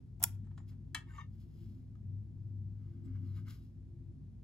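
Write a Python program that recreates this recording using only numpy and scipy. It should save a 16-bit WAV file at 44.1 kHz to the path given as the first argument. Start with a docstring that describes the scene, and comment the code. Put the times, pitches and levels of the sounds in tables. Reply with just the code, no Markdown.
"""A small metallic snap, one clack, a dragging thumb and rustling fingers are heard over a low room hum.
A metal cigarette case with a built-in lighter is handled close to a two-port microphone: its cap snaps
shut and the case knocks in the hand, each as a burst of noise plus fading sine tones. Skin slipping on
the metal is grainy noise, squeaks are narrow gliding noise, and echoes are sparse random reflections.
The hum is a wavering tone with bands of noise for rumble, drone and air."""
import sys
import numpy as np
from scipy import signal
from scipy.fft import rfft, irfft
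from scipy.io import wavfile
from scipy.ndimage import uniform_filter1d

SR = 44100
rng = np.random.default_rng(int(sys.argv[2]) if len(sys.argv) > 2 else 0)


def dump(signal):
    """Clip the signal to [-1, 1] and save it as 16-bit WAV at the path in sys.argv[1]."""
    limited = np.clip(np.atleast_2d(signal).T, -1, 1)
    pcm = np.round(limited * 32767).astype(np.int16)
    wavfile.write(sys.argv[1], SR, pcm)


N = 195759
TIME = np.arange(N) / SR  # seconds
HZ = np.fft.rfftfreq(N, 1 / SR)  # the frequencies in a spectrum of the whole sound

# The cap's catch and stop. Each row: start in seconds, level in dB over 10 ms, contact decay in seconds,
# brightness in dB per octave, ring against contact in dB.
CAP_SNAPS = [(.1975, -69.5, .001, 5, -3), (.2010, -59.5, 0.0081, -7.5, -9), (.2090, -63, 0.0047, -9.5, -6),
             (.2160, -52.5, 0.0045, -8.5, -3.5), (.2252, -57, .001, -1, -7), (.2279, -35.5, .00044, 8, -2),
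             (.2290, -42.5, .004, -4.5, -9), (.2366, -43, .0022, .5, -2.5), (.2385, -23.5, .0006, 2.5, -7),
             (.2398, -27, .0013, -1, -9.5)]
# Knocks on the case. Each row: start in seconds, level in dB over 10 ms, contact decay in seconds,
# brightness in dB per octave, ring against contact in dB (low where a finger damps it).
CASE_KNOCKS = [(.442, -80, 0.009, -3, -4), (.468, -74, .0045, -7, -7.5), (.509, -72, 0.0074, -11, 2),
               (.5765, -60, 0.0053, -6.5, -8), (.600, -69.5, 0.0038, -14, -9),
               (.716, -73, 0.011, -6.5, -3.5), (.9464, -35, 0.0027, -1, 4),
               (.9530, -51.5, 0.0083, -4, -6.5), (1.1795, -59.5, 0.0057, -6.5, 10),
               (1.954, -75.5, 0.0016, -8, -13.5)]
# Tones the cap rings with. Each row: pitch in Hz, relative level in dB, time to fade by 60 dB in seconds.
CAP_MODES = [(760, -12.5, 0.039), (936, -12, 0.093), (1396, -9, .03), (1793, -16.5, .03),
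             (2909, -17.5, 0.046), (3395, -13.5, 0.035), (4590, -25, 0.087), (5460, -8, 0.028),
             (6316, -13, .03), (7180, -13, 0.043), (8640, -16, 0.028), (10240, -9.5, 0.0199),
             (10836, -14.5, .04), (11906, 3.5, 0.017), (11900, -4, 0.014), (14080, -5, 0.018),
             (15800, -4, .018)]
# Tones the case rings with. Each row: pitch in Hz, relative level in dB, time to fade by 60 dB in seconds
# before the hand damps it.
CASE_MODES = [(640.4, -21.5, 0.063), (924, -5, 0.067), (1175, -12.5, 0.16), (1267, -5.5, 0.16),
              (1584, 1.5, 0.038), (1750, 6.5, 0.037), (1863, -3, 0.23), (2000, -19.5, 0.11),
              (2202, -15, 0.2), (2287, -8.5, 0.21), (2670, -8, 0.19), (3070, -4, 0.28), (3340, -1.5, 0.086),
              (4070, -6, 0.1), (6110, -15.5, .07), (6880, -15.5, 0.059), (7860, -27.5, .06),
              (8900, -20.5, 0.049)]
# Colour of the contact noise on the cap. 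Each row: frequency in Hz, relative level in dB per Hz.
CAP_CONTACT = [(250, -31), (480, -24.5), (720, 2), (1000, -5), (1500, -11), (2200, -12.5), (3200, -7.5),
               (4400, -11.5), (5400, -4), (7200, -1.5), (8600, -2), (10500, -1.5), (11500, 4.5),
               (12900, -11.5), (14800, -0.5)]
# Colour of the contact noise on the case. Each row: frequency in Hz, relative level in dB per Hz.
CASE_CONTACT = [(250, -31.5), (480, -24), (750, -4), (1050, 0.5), (1700, 1.5), (2500, -6), (4000, -2),
                (5500, -5), (8000, 1.5), (10300, -9), (12000, -11), (15500, -20)]
# The thumb's strokes across the face. Each row: firmest moment in seconds, length in seconds,
# grip level in dB, sliding hiss level in dB.
THUMB_STROKES = [(1.106, .13, -66.5, -81.5), (1.16, 0.1, -62, -77), (1.206, 0.065, -56, -83)]
# The fingers' strokes on the edges. Each row: firmest moment in seconds, length in seconds,
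# grip level in dB, sliding hiss level in dB.
FINGER_STROKES = [(.692, 0.049, -80, -71.5), (1.345, 0.12, -92, -84), (1.415, 0.095, -91, -78),
                  (1.615, 0.47, -90, -79.5), (2.88, 0.53, -85.5, -92), (3.055, 0.061, -88, -81),
                  (3.088, .11, -78, -91), (3.158, 0.08, -72.5, -86), (3.28, 0.26, -80.5, -82),
                  (3.372, 0.097, -70.5, -73.5), (3.478, 0.067, -66, -79), (3.502, 0.091, -69.5, -63),
                  (3.545, 0.11, -76, -72), (3.63, .15, -95, -81)]
# Resonances of the shell under the thumb. Each row: centre in Hz, width in Hz, relative level in dB.
PRESSED_SHELL = [(920, 43, -3), (1113, 21, -3), (1220, 44, -5), (1550, 47, -23), (1824, 21, 3),
                 (2000, 74, -14), (2176, 74, -7), (2794, 60, -11), (3120, 240, -22.5), (3690, 24, -11.5),
                 (4930, 62, -22.5)]
# Resonances of the shell held by its edges. Each row: centre in Hz, width in Hz, relative level in dB.
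HELD_SHELL = [(1157, 130, 1.5), (1244, 80, 5.5), (1533, 130, 3), (2050, 140, -2.5), (2160, 110, 0),
              (2870, 100, -3), (3160, 49, -9), (3400, 26, -12), (4100, 57, -14), (4840, 130, -12),
              (5900, 41, -12)]
# Colour of the hiss of sliding skin. Each row: frequency in Hz, relative level in dB per Hz.
SKIN_HISS = [(500, -25), (1200, -9), (2400, 0.5), (3000, 4), (4300, 1), (5100, 4), (6000, -3.5),
             (7300, 1.5), (8500, -10.5), (11300, -2), (13000, -1.5), (15500, -8.5)]
# Squeaks of a fingertip on the polish. Each row: start in seconds, length in seconds, first pitch in Hz,
# last pitch in Hz, width in Hz, level in dB.
SQUEAKS = [(0.557, 0.077, 7000, 7200, 250, -80.5), (1.063, 0.19, 7290, 7030, 705, -79),
           (1.088, 0.047, 1570, 1510, 69.6, -66.5), (1.149, 0.089, 6140, 6100, 355, -73),
           (1.17, 0.04, 1212, 1070, 81, -48), (1.95, .014, 1283, 1250, 60.3, -70.5),
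           (3.031, .046, 7960, 7740, 600, -85), (3.239, .11, 4450, 3860, 197, -84.5),
           (3.316, 0.1, 3920, 3820, 160, -82), (3.576, 0.076, 3830, 3830, 200, -87)]
# Level of the room's low hum, before its random wavering. Each row: time in seconds, level in dB.
HUM_LEVEL = [(0.0, -59), (0.27, -45), (1.07, -54), (1.38, -49.5), (1.53, -57), (1.67, -44.5), (1.84, -57.5),
             (2.16, -40), (2.26, -54), (2.45, -43.5), (3.06, -49.5), (3.15, -38), (3.5, -46), (3.57, -55.5),
             (3.95, -55.5), (3.98, -50), (4.41, -54.5), (4.44, -66)]
# Resonances of the deep rumble. Each row: centre in Hz, width in Hz, relative level in dB.
DEEP_RUMBLE = [(59.2, 5.2, 0), (72.4, 36, -8.5)]
# Resonances of the upper rumble. Each row: centre in Hz, width in Hz, relative level in dB.
UPPER_RUMBLE = [(120, 7, 2), (143, 3.5, 1.5), (160, 5.2, -2.5), (167.4, 27, -10.5), (200, 7.6, -7),
                (221, 4.1, -4)]
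# Resonances of the drone. Each row: centre in Hz, width in Hz, relative level in dB.
DRONE = [(258.5, 5.9, 1.5), (300, 8.4, -15), (340.8, 9.3, -9), (390, 59, -29.5)]
# Level of the drone. Each row: time in seconds, level in dB.
DRONE_LEVEL = [(0.0, -68.5), (1.05, -63.5), (1.17, -73), (1.8, -59), (1.82, -67), (2.84, -64.5),
               (3.08, -54), (3.65, -66.5), (4.21, -63), (4.31, -78), (4.44, -70)]
# Colour of the room's air noise. Each row: frequency in Hz, relative level in dB per Hz.
AIR = [(20, -11), (40, 1), (150, 19), (300, 6), (420, 0), (520, -8.5), (700, -9.5), (1200, -19),
       (2500, -23.5), (5000, -25.5), (8000, -31), (11500, -32), (13000, -38), (16000, -43)]
# How the two microphone ports differ. Each row: frequency in Hz, left lead in radians, left minus right in dB.
PORTS = [(297, 0, -0.5), (654.8, 1.4, 1.5), (950, 1, 1.5), (1230, 1.44, 2.5), (1710, 0.82, 2.5),
         (2259, 0.5, 1), (2950, 1.56, 3), (3940, 0.88, 3), (5330, 1.45, 4), (7366, 0.3, 1.5),
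         (10584, -6.5, -1.5), (12100, -7.5, 2), (13285, -10, -1), (15800, -11.5, -0.5), (15850, -9, 2)]

HAND_DAMPING_DB_PER_S = 299.5  # the palm shortens the ring of the case
# a stroke swells for this share of its length, then relaxes; its ends lie STROKE_EDGE_DB under its top
STROKE_RISE, STROKE_EDGE_DB, STROKE_CURVE = .42, 18, 1.5
# the hum wavers at random in pitch and level
HUM_HZ, HUM_WANDER_HZ, HUM_WANDER_DB, HUM_WANDERS_PER_S = 99.15, 1.9, 1.33, 5
# the upper rumble takes a share of the hum's swells
DEEP_DB, UPPER_DB, UPPER_FOLLOWS = -54, -54, 0.45
AIR_DB = -65.5
LOW_CUT_HZ, EDGE_HZ = 40, 15900


def cap_snaps():
    """The lighter's cap hits its catch and stop, which makes it crack and ring."""
    return blows(CAP_SNAPS, CAP_MODES, CAP_CONTACT, side_db=-9.0)


def case_knocks():
    """The case is knocked in the hand, which damps its ring."""
    return blows(CASE_KNOCKS, CASE_MODES, CASE_CONTACT, side_db=-5.0, damping_db_per_s=HAND_DAMPING_DB_PER_S)


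def blows(rows, modes, colour, side_db, damping_db_per_s=0, size=2048):
    """Each blow is a short chatter of contacts together with the ring of the struck part."""
    out = np.zeros((2, N))
    t = np.arange(SR // 4) / SR
    bins = np.fft.rfftfreq(size, 1 / SR)
    for s, db, decay, tilt_db, ring_db in rows:
        def tilt(hz):
            """Brightness in dB, pivoting at 3000 Hz."""
            return tilt_db * np.log2(np.clip(hz, 700, 12000) / 3000)

        contact = (t / decay) ** .5 * np.exp(-t / decay)
        chatter = pair(*(rng.standard_normal((2, len(t))) * contact), side_db)
        colouring = causal(read(colour, bins) + tilt(bins), size)
        chatter = signal.fftconvolve(chatter, colouring[None])[:, :len(t)]
        ring = np.zeros(len(t))
        for hz, mode_db, t60 in modes:
            fade_db = (60 / t60 + damping_db_per_s) * t
            ring += amp(mode_db + tilt(hz) - fade_db) * np.sin(2 * np.pi * (hz * t + rng.random()))
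        ring *= 1 - np.exp(-2 * t / decay)  # builds up while the contact lasts
        sound = unit(unit(chatter) + amp(ring_db) * unit(ring))
        sound *= np.sqrt(.01 / t[-1])  # levels are given as if the energy filled 10 ms
        add(out, s, amp(db) * sound)
    return out


def thumb_drags():
    """The thumb pushes across the face of the case, in coarse slips."""
    return rub(THUMB_STROKES, PRESSED_SHELL, shell_side_db=-10, hiss_side_db=-16, grain_db=5, ripple_db=8)


def finger_rustle():
    """Fingers shift on the edges as they turn the case round, in finer slips."""
    return rub(FINGER_STROKES, HELD_SHELL, shell_side_db=-9.0, hiss_side_db=-14.0, grain_db=2.5, ripple_db=7.5)


def rub(strokes, shell, shell_side_db, hiss_side_db, grain_db, ripple_db):
    """Tiny slips of skin ring the shell where it grips, and hiss through its crowded upper modes as it glides."""
    grip_power, glide_power = np.zeros(N), np.zeros(N)
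    for s, length, grip_db, hiss_db in strokes:
        stroke_db = pressure(s, length)
        grip_power += amp(stroke_db + grip_db) ** 2
        glide_power += amp(stroke_db + hiss_db) ** 2
    # random bumps in the hiss spectrum stand for the crowded modes
    bumps = rng.uniform(-1, 1, size=200)
    crowded_db = ripple_db * np.interp(HZ, np.linspace(0, SR / 2, num=200), bumps)
    ring = noise(peaks(shell), shell_side_db, grain_db) * np.sqrt(grip_power)
    hiss = noise(amp(read(SKIN_HISS, HZ) + crowded_db), hiss_side_db, grain_db) * np.sqrt(glide_power)
    return ring + hiss


def pressure(s, length):
    """Level in dB of one stroke: the finger bears down, then relaxes more slowly."""
    away = np.maximum((s - TIME) / STROKE_RISE, (TIME - s) / (1 - STROKE_RISE)) / length
    return -STROKE_EDGE_DB * np.minimum(away, 10) ** STROKE_CURVE


def squeaks():
    """Stick and slip: a narrow band of noise that swells, glides in pitch and dies."""
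    out = np.zeros((2, N))
    for s, length, start_hz, end_hz, width, db in SQUEAKS:
        count = int(length * SR)
        narrow = 1 / (1 + (2 * HZ / width) ** 2)
        flutter = irfft(rfft(rng.standard_normal((2, N))) * narrow, N)[:, :count]
        phase = 2 * np.pi * np.cumsum(np.linspace(start_hz, end_hz, count)) / SR
        tone = unit(flutter[0] * np.cos(phase) + flutter[1] * np.sin(phase))
        add(out, s, amp(db) * (tone * np.hanning(count))[None])
    return out


def room(x, wet_db, t60_low, t60_high, gap=0.0057, side_db=-3):
    """Sparse reflections from the shelf and walls, partly shared by both sides; bass and treble fade apart."""
    t = np.arange(SR // 2) / SR
    strengths = rng.standard_normal((2, len(t)))
    present = rng.random((2, len(t))) < .15
    taps = pair(*(strengths * present * (t > gap)), side_db)
    # let each frequency fade at its own rate
    hz, at, z = signal.stft(taps, SR, nperseg=256)
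    t60 = read([(1500, t60_low), (14000, t60_high)], hz)[:, None]
    tail = signal.istft(z * amp(-60 * at / t60), SR, nperseg=256)[1]
    tail /= np.linalg.norm(tail[0])
    return x + amp(wet_db) * signal.fftconvolve(x, tail, axes=1)[:, :N]


def hum_tone(level_db):
    """A sine near 100 Hz that wavers in pitch and level."""
    pitch = HUM_HZ + HUM_WANDER_HZ * wander(HUM_WANDERS_PER_S)
    tone = np.sqrt(2) * np.sin(2 * np.pi * np.cumsum(pitch) / SR)
    return tone * amp(level_db + HUM_WANDER_DB * wander(HUM_WANDERS_PER_S)) * pan(left_db=4.5)


def rumble(hum_db):
    """Noise in the low resonances of the room: a steady deep part and an upper part that follows the hum."""
    deep = steadied(noise(peaks(DEEP_RUMBLE), side_db=-13.5), span=.25) * amp(DEEP_DB) * pan(left_db=1.3)
    upper_db = UPPER_DB + UPPER_FOLLOWS * (hum_db - hum_db.mean())
    upper = steadied(noise(peaks(UPPER_RUMBLE), side_db=-12.5), span=.25)
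    return deep + upper * amp(upper_db) * pan(left_db=1.78)


def drone():
    """Faint resonant noise above the hum, swelling and fading."""
    level_db = np.interp(TIME, *np.transpose(DRONE_LEVEL))
    return steadied(noise(peaks(DRONE), side_db=-12), span=.25) * amp(level_db) * pan(left_db=-0.94)


def air():
    """Steady broad noise, weaker towards the treble."""
    return amp(AIR_DB) * noise(amp(read(AIR, HZ)), side_db=-4.5)


def hum():
    """The background: tone, rumble, drone and air added up."""
    level_db = np.interp(TIME, *np.transpose(HUM_LEVEL))
    return hum_tone(level_db) + rumble(level_db) + drone() + air()


def noise(gain, side_db, grain_db=0):
    """Stereo noise of a given spectrum; grain makes single slips stand out."""
    # a fresh random strength every 16 samples
    size = amp(grain_db * np.minimum(rng.exponential(1, N // 16 + 1), 4)).repeat(16)[:N]
    mid, side = irfft(rfft(rng.standard_normal((2, N)) * size) * gain, N)
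    return pair(unit(mid), unit(side), side_db)


def peaks(rows):
    """Gain of a set of resonances, added by power."""
    return np.sqrt(sum((amp(db) / (1 + ((HZ - hz) / width) ** 2)) ** 2 for hz, width, db in rows))


def causal(gain_db, size):
    """Minimum-phase impulse response: a filter with this gain that reacts as early as it can."""
    cepstrum = irfft(gain_db * np.log(10) / 20)
    cepstrum[1:size // 2] *= 2
    cepstrum[size // 2 + 1:] = 0
    return irfft(np.exp(rfft(cepstrum)))


def steadied(x, span):
    """Evens out the swells of a noise that last longer than span seconds."""
    power = uniform_filter1d((x ** 2).mean(0), max(int(span * SR), 1))
    return x / np.sqrt(power + 1e-9)


def wander(per_s):
    """Slow random wavering with an rms of 1."""
    return unit(irfft(rfft(rng.standard_normal(N)) * np.exp(-(HZ / per_s) ** 2), N))


def amp(db):
    """Turns dB into a plain factor."""
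    return 10 ** (np.asarray(db) / 20)


def unit(x):
    """Scales to an rms of 1."""
    return x / np.sqrt(np.mean(x ** 2) + 1e-30)


def read(points, hz):
    """Reads a spectrum along a log-frequency axis."""
    f, value = np.transpose(points)
    return np.interp(np.log(hz + 1), np.log(f), value)


def add(mix, s, sound):
    """Mixes a sound in at time s."""
    part = mix[:, max(round(s * SR), 0):][:, :sound.shape[1]]
    part += sound[:, :part.shape[1]]


def pan(left_db):
    """Gains of the two channels."""
    return amp([[left_db / 2], [-left_db / 2]])


def pair(mid, side, side_db):
    """Left and right from a shared part and a difference."""
    return np.array([mid + amp(side_db) * side, mid - amp(side_db) * side])


def scene():
    """Cap, case and fingers in the room, over its hum."""
    cap = room(cap_snaps(), wet_db=-19.0, t60_low=.34, t60_high=0.16)
    case = room(case_knocks(), wet_db=-11, t60_low=.21, t60_high=0.13)
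    skin = thumb_drags() + finger_rustle() + squeaks()
    return cap + case + room(skin, wet_db=-7.5, t60_low=0.12, t60_high=0.17) + hum()


def record(dry):
    """A low cut, short fades at both ends, two ports that drift out of step in the treble, a band limit."""
    heard = signal.sosfilt(signal.butter(4, LOW_CUT_HZ, "high", fs=SR, output="sos"), dry)
    heard = heard * signal.windows.tukey(N, .004)
    # each port takes half of the difference in phase and level
    hz, lead, left_db = np.transpose(PORTS)
    sides = np.array([[.5], [-.5]])
    bins = np.fft.rfftfreq(1024, 1 / SR)
    ports = amp(sides * np.interp(bins, hz, left_db)) * np.exp(1j * sides * np.interp(bins, hz, lead))
    heard = signal.oaconvolve(heard, np.fft.fftshift(irfft(ports), axes=1), "same", axes=1)
    band_limit = signal.firwin(255, EDGE_HZ, window=("kaiser", 8), fs=SR)
    return signal.oaconvolve(heard, band_limit[None], "same")


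dry = scene()
out = record(dry)
dump(out)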